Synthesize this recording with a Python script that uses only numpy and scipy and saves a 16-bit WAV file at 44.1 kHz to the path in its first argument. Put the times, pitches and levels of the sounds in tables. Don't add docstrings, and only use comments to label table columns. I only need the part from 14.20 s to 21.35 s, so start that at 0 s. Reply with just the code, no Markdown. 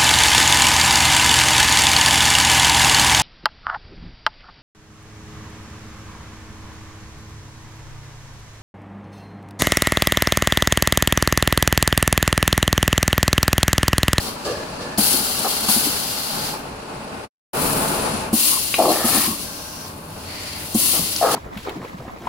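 import sys
import numpy as np
from scipy import signal
from scipy.fft import rfft, irfft, next_fast_len
from scipy.io import wavfile

SR = 44100
rng = np.random.default_rng(int(sys.argv[2]) if len(sys.argv) > 2 else 0)


def file_out(sig):
    cols = np.atleast_2d(sig).T
    lim = np.clip(cols, -1, 1)
    pcm = np.round(lim * 32767).astype(np.int16)
    wavfile.write(sys.argv[1], SR, pcm)


N = 315315
TIME, FREQS_HZ = np.arange(N) / SR, np.fft.rfftfreq(N, 1 / SR)
SECOND_FILLER_S = 3.2

# frequency_hz, likeness
STEREO_LIKENESS = [(25, 1), (60, 1), (130, 1), (290, 1), (640, 0.42), (1400, 0), (3000, 0.0049)]


def exhaust():
    # frequency_hz, level_db
    fizz_colour = [(2000, -33.5), (4500, -12.5), (6500, -3.5), (8000, -2), (11000, 2), (13000, 3),
                   (14000, -2), (15600, -2)]
    # frequency_hz, level_db
    rush_colour = [(100, -31.5), (260, -18), (600, -17), (1050, -8), (1600, -12.5), (2100, -6.5),
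                   (2400, -7), (2800, 0), (3500, -2.5), (4600, 0), (6000, -2), (8000, -8.5), (15000, -34.5)]
    top_hz = 11000
    fizz_gain, top_gain, rush_gain = airflow()
    flutter = amp(0.75 * drift(54))
    hiss = steel_echoes(noise(fizz_colour), echo_gain=0.092)
    high_pass = 1 - 1 / (1 + (FREQS_HZ / top_hz) ** 20)
    top = irfft(rfft(hiss) * high_pass, N)
    jet = amp(0.5) * (fizz_gain * (hiss - top) + top_gain * top)
    rush = amp(1.85) * rush_gain * steel_echoes(noise(rush_colour), echo_gain=0.15)
    return flutter * (jet + rush) + pipes(fizz_gain, rush_gain)


def airflow():
    # start_s, hold_s, fizz_db, rush_db, build_s
    blasts = [(0.243, .015, -39, -29, .003), (.598, .02, -50, -36, .003), (0.775, 0.16, -16, -22.5, 0.0025),
              (1.276, .02, -25, -28, .005), (1.48, 0.066, -14, -20, .003), (1.632, 0.023, -21.5, -25, .005),
              (4.125, 0.17, -21, -27.3, 0.055), (4.684, .04, -28.5, -30.5, 0.017),
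              (4.838, .17, -23.5, -29.3, .04), (5.177, .015, -37, -41, .003),
              (6.544, 0.19, -21.5, -28, 0.05), (7.098, .05, -29.5, -29, .02)]
    # start_s, end_s, rise_s, fizz_db, rush_db, fizz_fall_db, extra_top_fall_db
    bleeds = [(-.02, 0.079, .01, -30, -29.5, 1, 0), (0.098, .74, 0.13, -48.5, -39, 13, 4),
              (0.773, 2.306, 0.037, -24, -25.5, 6, -1.5), (3.295, 4.007, 0.13, -28.5, -36.5, 9.5, 15),
              (4.13, 5.064, 0.13, -31, -33.5, 2, -4), (5.06, 5.684, .03, -42.5, -44, 7.5, -5),
              (5.826, 6.343, 0.46, -45.5, -40, 0, 2), (6.25, 6.55, .2, -39.5, -41.5, -0.5, -2),
              (6.553, 7.15, 0.18, -32, -33.5, 2, -1)]
    fizz_lag, rush_lag = .45, 0.79
    fizz_power = per_filler(-66, -50.5) ** 2
    rush_power = per_filler(-46.5, -55) ** 2
    for start, hold, fizz_db, rush_db, build in blasts:
        blast = stroke(start, start + hold, rise_s=.008, fall_db=0, release_db_per_s=89)
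        missing = np.exp(-np.clip((TIME - start) / build, 0, 20))
        fizz_power += (amp(fizz_db) * blast * (1 - fizz_lag * missing)) ** 2
        rush_power += (amp(rush_db) * blast * (1 - rush_lag * missing)) ** 2
    top_power = fizz_power.copy()
    for start, end, rise, fizz_db, rush_db, fall_db, extra_fall_db in bleeds:
        for power, db, fall in ((fizz_power, fizz_db, fall_db),
                                (top_power, fizz_db, fall_db + extra_fall_db),
                                (rush_power, rush_db, 0.46 * fall_db)):
            power += (amp(db) * stroke(start, end, rise, fall, release_db_per_s=148)) ** 2
    return np.sqrt(fizz_power), np.sqrt(top_power), np.sqrt(rush_power)


def pipes(fizz_gain, rush_gain):
    # pitch_hz, width_hz, level_over_flow_db
    first_pipes = [(224, 90, -16.5), (807, 150, -13), (1424, 560, -9.5), (4090, 80, -15),
                   (4450, 130, -11.5), (4780, 100, -13.5), (5440, 400, -13.5), (9670, 160, -20),
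                   (12470, 500, -14)]
    # pitch_hz, width_hz, level_over_flow_db
    second_pipes = [(303, 94, -12), (1070, 140, -18), (2720, 160, -16), (4270, 220, -17), (4980, 80, -21),
                    (9590, 140, -20.5)]
    out = np.zeros((2, N))
    switch = round(SECOND_FILLER_S * SR)
    sputter = unit(amp(1.9 * drift(13)))
    for rings, span in ((first_pipes, slice(0, switch)), (second_pipes, slice(switch, N))):
        for hz, width, db in rings:
            flow = fizz_gain if hz > 7000 else rush_gain
            drive = (flow * np.roll(sputter, rng.integers(N)))[span]
            out[:, span] += amp(db) * drive * pitched_noise(hz, width, len(drive))
    return out


def squeals():
    # start_s, end_s, pitch_hz, width_hz, level_db
    whistles = [(0.241, .55, 1725, 130, -41), (.24, .76, 4560, 249, -51), (0.571, .81, 1740, 80, -36.5),
                (2.062, 2.449, 834, 170, -33), (2.55, 3.06, 8030, 40, -57),
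                (4.305, 4.395, 1070, 160, -32.5), (4.68, 4.725, 4210, 250, -32.5),
                (4.921, 5.18, 1080, 170, -35.5), (5.1, 5.746, 5700, 1300, -43.5),
                (5.098, 6.051, 1057, 70, -51), (5.149, 5.75, 1570, 80, -51.5),
                (6.02, 6.52, 2200, 1410, -41.5), (6.03, 6.45, 4600, 700, -45)]
    out = np.zeros((2, N))
    for start, end, hz, width, db in whistles:
        size = round((end - start) * SR)
        add(out, start, amp(db) * pitched_noise(hz, width, size) * signal.windows.tukey(size, .4))
    return out


def thuds():
    # start_s, level_db, pitch_hz
    hits = [(.782, -5, 209), (.94, -14.5, 261), (1.002, -18, 224), (1.486, -11, 210), (1.563, -9.5, 233),
            (1.664, -13.5, 293), (4.13, -9, 228), (4.844, -13.5, 238), (4.946, -17.5, 266),
            (4.971, -18.5, 227), (5.079, -19, 231), (5.109, -23.5, 191), (6.548, -10, 225.4),
            (6.793, -20, 172), (6.825, -25, 152)]
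    # pitch_multiple, level_db, ring_s (time to fade by 60 dB)
    frame_tones = [(1, 1, 0.1), (1.36, -4.5, 0.092), (.5, -15, 0.11), (2.3, -15, 0.06), (3.3, -16.5, 0.09),
                   (4.7, -21.5, .06)]
    rise_s, settle_s = 0.0019, 0.027
    out, t = np.zeros(N), np.arange(SR // 4) / SR
    for start, db, hz in hits:
        ring = sum(amp(db + tone_db - 60 * t / ring_s) * np.sin(2 * np.pi * hz * multiple * t)
                   for multiple, tone_db, ring_s in frame_tones)
        attack = 1 - np.exp(-t / rise_s)
        add(out, start, ring * attack / (1 + (t / settle_s) ** 6))
    return hall(out, echo_db=-13.5)


def ticks():
    # start_s, level_db, pitch_hz, ring_s (time to fade by 60 dB)
    snaps = [(.776, -21, 4930, .02), (.784, -20.5, 680, 0.053), (1.191, -21, 10000, .04),
             (1.485, -18, 960, 0.078), (4.5418, -11.5, 2780, 0.0054), (4.545, -17.5, 2350, 0.017),
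             (6.545, -29, 7150, 0.052), (6.963, -18.5, 5030, 0.011)]
    out, t = np.zeros((2, N)), np.arange(SR // 8) / SR
    for start, db, hz, ring_s in snaps:
        snap = pitched_noise(hz, 0.38 * hz, len(t))
        centred = snap[0] + 0.45 * snap
        add(out, start, centred * amp(db - 60 * t / ring_s))
    return hall(out, echo_db=-8)


def clink():
    # pitch_hz, level_db, ring_s (time to fade by 60 dB)
    steel_tones = [(1140, -7, .06), (2422, 2, 0.052), (2780, -8, .08), (3908, -5, .1)]
    start_s, level_db = 4.543, -21.5
    out, t = np.zeros(N), np.arange(SR // 4) / SR
    for hz, db, ring_s in steel_tones:
        add(out, start_s, amp(level_db + db - 60 * t / ring_s) * np.sin(2 * np.pi * hz * t))
    return hall(out, echo_db=-8.5)


def liquid(bubbles_per_s=3200, spread_octaves=0.96, pitch_count=20):
    # start_s, end_s, level_db, pitch_hz
    gushes = [(1.24, 1.28, -19, 780), (4.574, 4.738, -19.5, 533), (4.7, 5.009, -29.5, 930),
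              (4.9, 5.084, -33.5, 1900), (4.86, 5.15, -35, 202), (6.725, 6.796, -34, 720),
              (7.008, 7.2, -23, 778), (7.049, 7.2, -34.5, 215)]
    # start_s, level_db, pitch_hz
    gulps = [(4.592, -7, 670), (4.6, -6, 673), (4.611, -5.5, 566), (4.68, -7, 600), (7.013, -9, 688),
             (7.027, -5, 685), (7.0385, -6, 650), (7.045, -6.5, 498)]
    # frequency_hz, level_db
    vessel_colour = [(100, -11), (230, 0.5), (450, -2.5), (560, -2.5), (800, 3), (990, -8), (1150, 1.5),
                     (1330, 0), (1520, -9), (1780, 3), (1980, -5), (2300, 3), (5000, -18.5)]
    out = np.zeros(N)
    for start, end, db, hz in gushes:
        size = round((end - start) * SR)
        born = rng.random((pitch_count, SR // 2)) < bubbles_per_s / pitch_count / SR
        push = rng.choice([-1, 1], born.shape)
        kicks = (push * born)[:, :size] * signal.windows.tukey(size, .25)
        pitches = hz * 2 ** (spread_octaves * np.linspace(-1, 1, pitch_count))
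        cloud = sum(signal.fftconvolve(row, bubble(pitch, fade_cycles=1.53)) * np.sqrt(pitch / hz)
                    for row, pitch in zip(kicks, pitches))
        strength = np.sqrt(np.sum(cloud ** 2) / size + 1e-12)
        add(out, start, amp(db) * cloud / strength)
    for start, db, hz in gulps:
        add(out, start, amp(db) * bubble(hz, fade_cycles=2.9))
    hollow = irfft(rfft(out) * amp(look_up(vessel_colour, FREQS_HZ)), N)
    return hall(hollow, echo_db=-7.5) * amp([[1.2], [-1.2]])


def bubble(hz, fade_cycles):
    cycles = np.arange(SR // 25) / SR * hz
    tone = np.sin(2 * np.pi * cycles * (1 + 0.0046 * cycles))
    return tone * np.exp(-cycles / fade_cycles) * (1 - np.exp(-cycles / 0.5))


def clangs():
    # start_s, level_db, rise_s
    strikes = [(0.244, -19.5, 0.04), (.6, -30, 0.013)]
    # pitch_hz, level_db, ring_s (time to fade by 60 dB)
    metal_tones = [(495, -2.5, 0.6), (597, -3, 0.5), (350, -6, 0.35), (1180, -9, .45), (1690, -12.5, 0.9),
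                   (2790, -16.5, .5)]
    out, t = np.zeros((2, N)), np.arange(SR) / SR
    for start, db, rise in strikes:
        for hz, tone_db, ring_s in metal_tones:
            swell = np.minimum(t / rise, 1) * amp(db + tone_db - 60 * np.maximum(t - rise, 0) / ring_s)
            ring = pitched_noise(hz, width_hz=110, size=len(t))
            add(out, start, swell * unit(ring + .5 * ring[::-1]))
    return out


def machinery():
    # start_s, end_s, roar_db, fall_db, shudder_db, shudder_hz
    rubs = [(0.23, 1.8, -31.5, -1, -56, 170), (2.07, 2.49, -28.5, 10, -33.5, 152),
            (3.31, 4.073, -24, 5.5, -36.5, 153), (5.72, 5.9, -58, 0.5, -46, 158),
            (5.55, 6.95, -61, 0.5, -47, 90.5)]
    # frequency_hz, level_db
    roar_colour = [(100, -18), (200, -3.5), (330, -2.5), (500, -3.5), (620, -3), (850, -2.5), (1100, -5.5),
                   (1500, -8.5), (2000, -16), (2600, -12.5), (3300, -21), (6000, -26.5), (10000, -31.5),
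                   (16000, -41)]
    # frequency_hz, level_db
    rumble_colour = [(20, -11.5), (40, -4), (70, -0.5), (120, -1), (160, 0.5), (230, -3.5), (400, -22),
                     (1000, -58)]
    # filler (0 = first, 1 = second), pitch_hz, level_db
    motors = [(0, 597, -46.5), (1, 602, -54), (1, 307.7, -55)]
    rub, shudder = np.zeros((2, N))
    waver = drift(10)
    for start, end, roar_db, fall_db, shudder_db, hz in rubs:
        travel = stroke(start, end, rise_s=0.067, fall_db=fall_db, release_db_per_s=102)
        rub += amp(roar_db) * travel
        shudder += amp(shudder_db) * travel ** 3 * hum(hz, waver_hz=5 * waver)
    roar_gain = np.hypot(per_filler(-28, -40), rub)
    rumble_gain = np.hypot(per_filler(-36, -44.6), amp(-10.5) * rub)
    roar = roar_gain * steel_echoes(noise(roar_colour), echo_gain=0.097) * amp(drift(40))
    rumble = rumble_gain * noise(rumble_colour) * amp(1.4 * drift(10))
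    out = roar * amp([[.7], [-.7]]) + rumble + shudder
    for filler, hz, db in motors:
        running = (TIME > SECOND_FILLER_S) == round(filler)
        out += amp(db) * hum(hz, waver_hz=3.5 * waver) * running
    return out


def hum(hz, waver_hz):
    pitch_hz = hz + np.roll(waver_hz, rng.integers(N))
    return np.sqrt(2) * np.sin(2 * np.pi * np.cumsum(pitch_hz) / SR)


def steel_echoes(sound, echo_gain, count=24):
    delay_s = rng.uniform(.002, .016, (count, 2))
    echoes = np.zeros((2, SR // 20))
    echoes[:, 0] = 1
    echoes[[0, 1], (delay_s * SR).astype(int)] = echo_gain * rng.choice([-1, 1], delay_s.shape)
    return unit(signal.oaconvolve(sound, echoes, axes=1)[:, :N])


def hall(sound, echo_db):
    # frequency_hz, ring_s (time to fade by 60 dB)
    ring_times = [(150, 0.76), (600, 0.44), (3000, 0.67), (12000, 0.23)]
    echoes = rng.standard_normal((2, SR)) * (rng.random((2, SR)) < .06)
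    hz, t, bands = signal.stft(echoes, SR, nperseg=256)
    fade = amp(-60 * t / look_up(ring_times, hz)[:, None])
    tail = signal.istft(stereo(bands, hz[:, None]) * fade, SR, nperseg=256)[1]
    tail /= np.linalg.norm(tail[0])
    return sound + amp(echo_db) * signal.fftconvolve(np.atleast_2d(sound), tail, axes=1)[:, :N]


def stroke(start, end, rise_s, fall_db, release_db_per_s):
    gain, live = np.zeros(N), (TIME > start) & (TIME < end + 1)
    t, length = TIME[live] - start, end - start
    sag_db = fall_db * np.minimum(t / length, 1) ** 2.9
    release_db = release_db_per_s * np.maximum(t - length, 0)
    gain[live] = np.minimum(t / rise_s, 1) * amp(-sag_db - release_db)
    return gain


def per_filler(first_db, second_db):
    return np.where(TIME < SECOND_FILLER_S, amp(first_db), amp(second_db))


def noise(colour):
    white = stereo(rfft(rng.standard_normal((2, N))), FREQS_HZ)
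    return unit(irfft(white * amp(look_up(colour, FREQS_HZ)), N))


def pitched_noise(hz, width_hz, size):
    length = 2 * next_fast_len(size // 2 + 1)
    freqs = np.fft.rfftfreq(length, 1 / SR)
    peak = 1 / (1 + ((freqs - hz) / width_hz * 2) ** 2)
    pair = irfft(rfft(rng.standard_normal((2, length))) * peak)
    return unit(stereo(pair, hz))[:, :size]


def stereo(pair, hz):
    left, other = pair
    likeness = look_up(STEREO_LIKENESS, hz)
    return np.array([left, likeness * left + np.sqrt(1 - likeness ** 2) * other])


def drift(rate_hz):
    return unit(irfft(rfft(rng.standard_normal(N)) * np.exp(-(FREQS_HZ / rate_hz) ** 2), N))


def look_up(points, hz):
    freqs, values = np.transpose(points)
    return np.interp(np.log(hz + 1), np.log(freqs + 1), values)


def add(mix, start_s, sound):
    part = mix[..., max(round(start_s * SR), 0):][..., :sound.shape[-1]]
    part += sound[..., :part.shape[-1]]


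def amp(db):
    return 10 ** (np.asarray(db) / 20)


def unit(x):
    return x / np.sqrt(np.mean(x ** 2) + 1e-20)


def scene():
    return exhaust() + squeals() + machinery() + thuds() + ticks() + clink() + clangs() + liquid()


def record(dry):
    # frequency_hz, width_hz, left_db, right_db
    treble_peaks = [(4360, 690, 4.5, 2), (7730, 620, -0.5, 5), (9785, 950, 12, -5), (12260, 830, 4.5, -7),
                    (15000, 1300, 5.5, 1)]
    # time_s, level_db
    pause = [(3.05, -5), (3.075, -27), (3.1, -78), (3.328, -75), (3.333, 2)]
    colour_db = sum(np.array([[left], [right]]) * np.exp(-((FREQS_HZ - hz) / width) ** 2)
                    for hz, width, left, right in treble_peaks)
    times, levels_db = np.transpose(pause)
    fade = amp(np.interp(TIME, times, levels_db))
    heard = irfft(rfft(dry) * amp(colour_db), N) * fade
    low_pass = signal.firwin(511, cutoff=15850, window=("kaiser", 9), fs=SR)
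    return signal.oaconvolve(np.clip(heard, -1, 1), low_pass[None], "same")


dry = scene()
out = record(dry)
file_out(out)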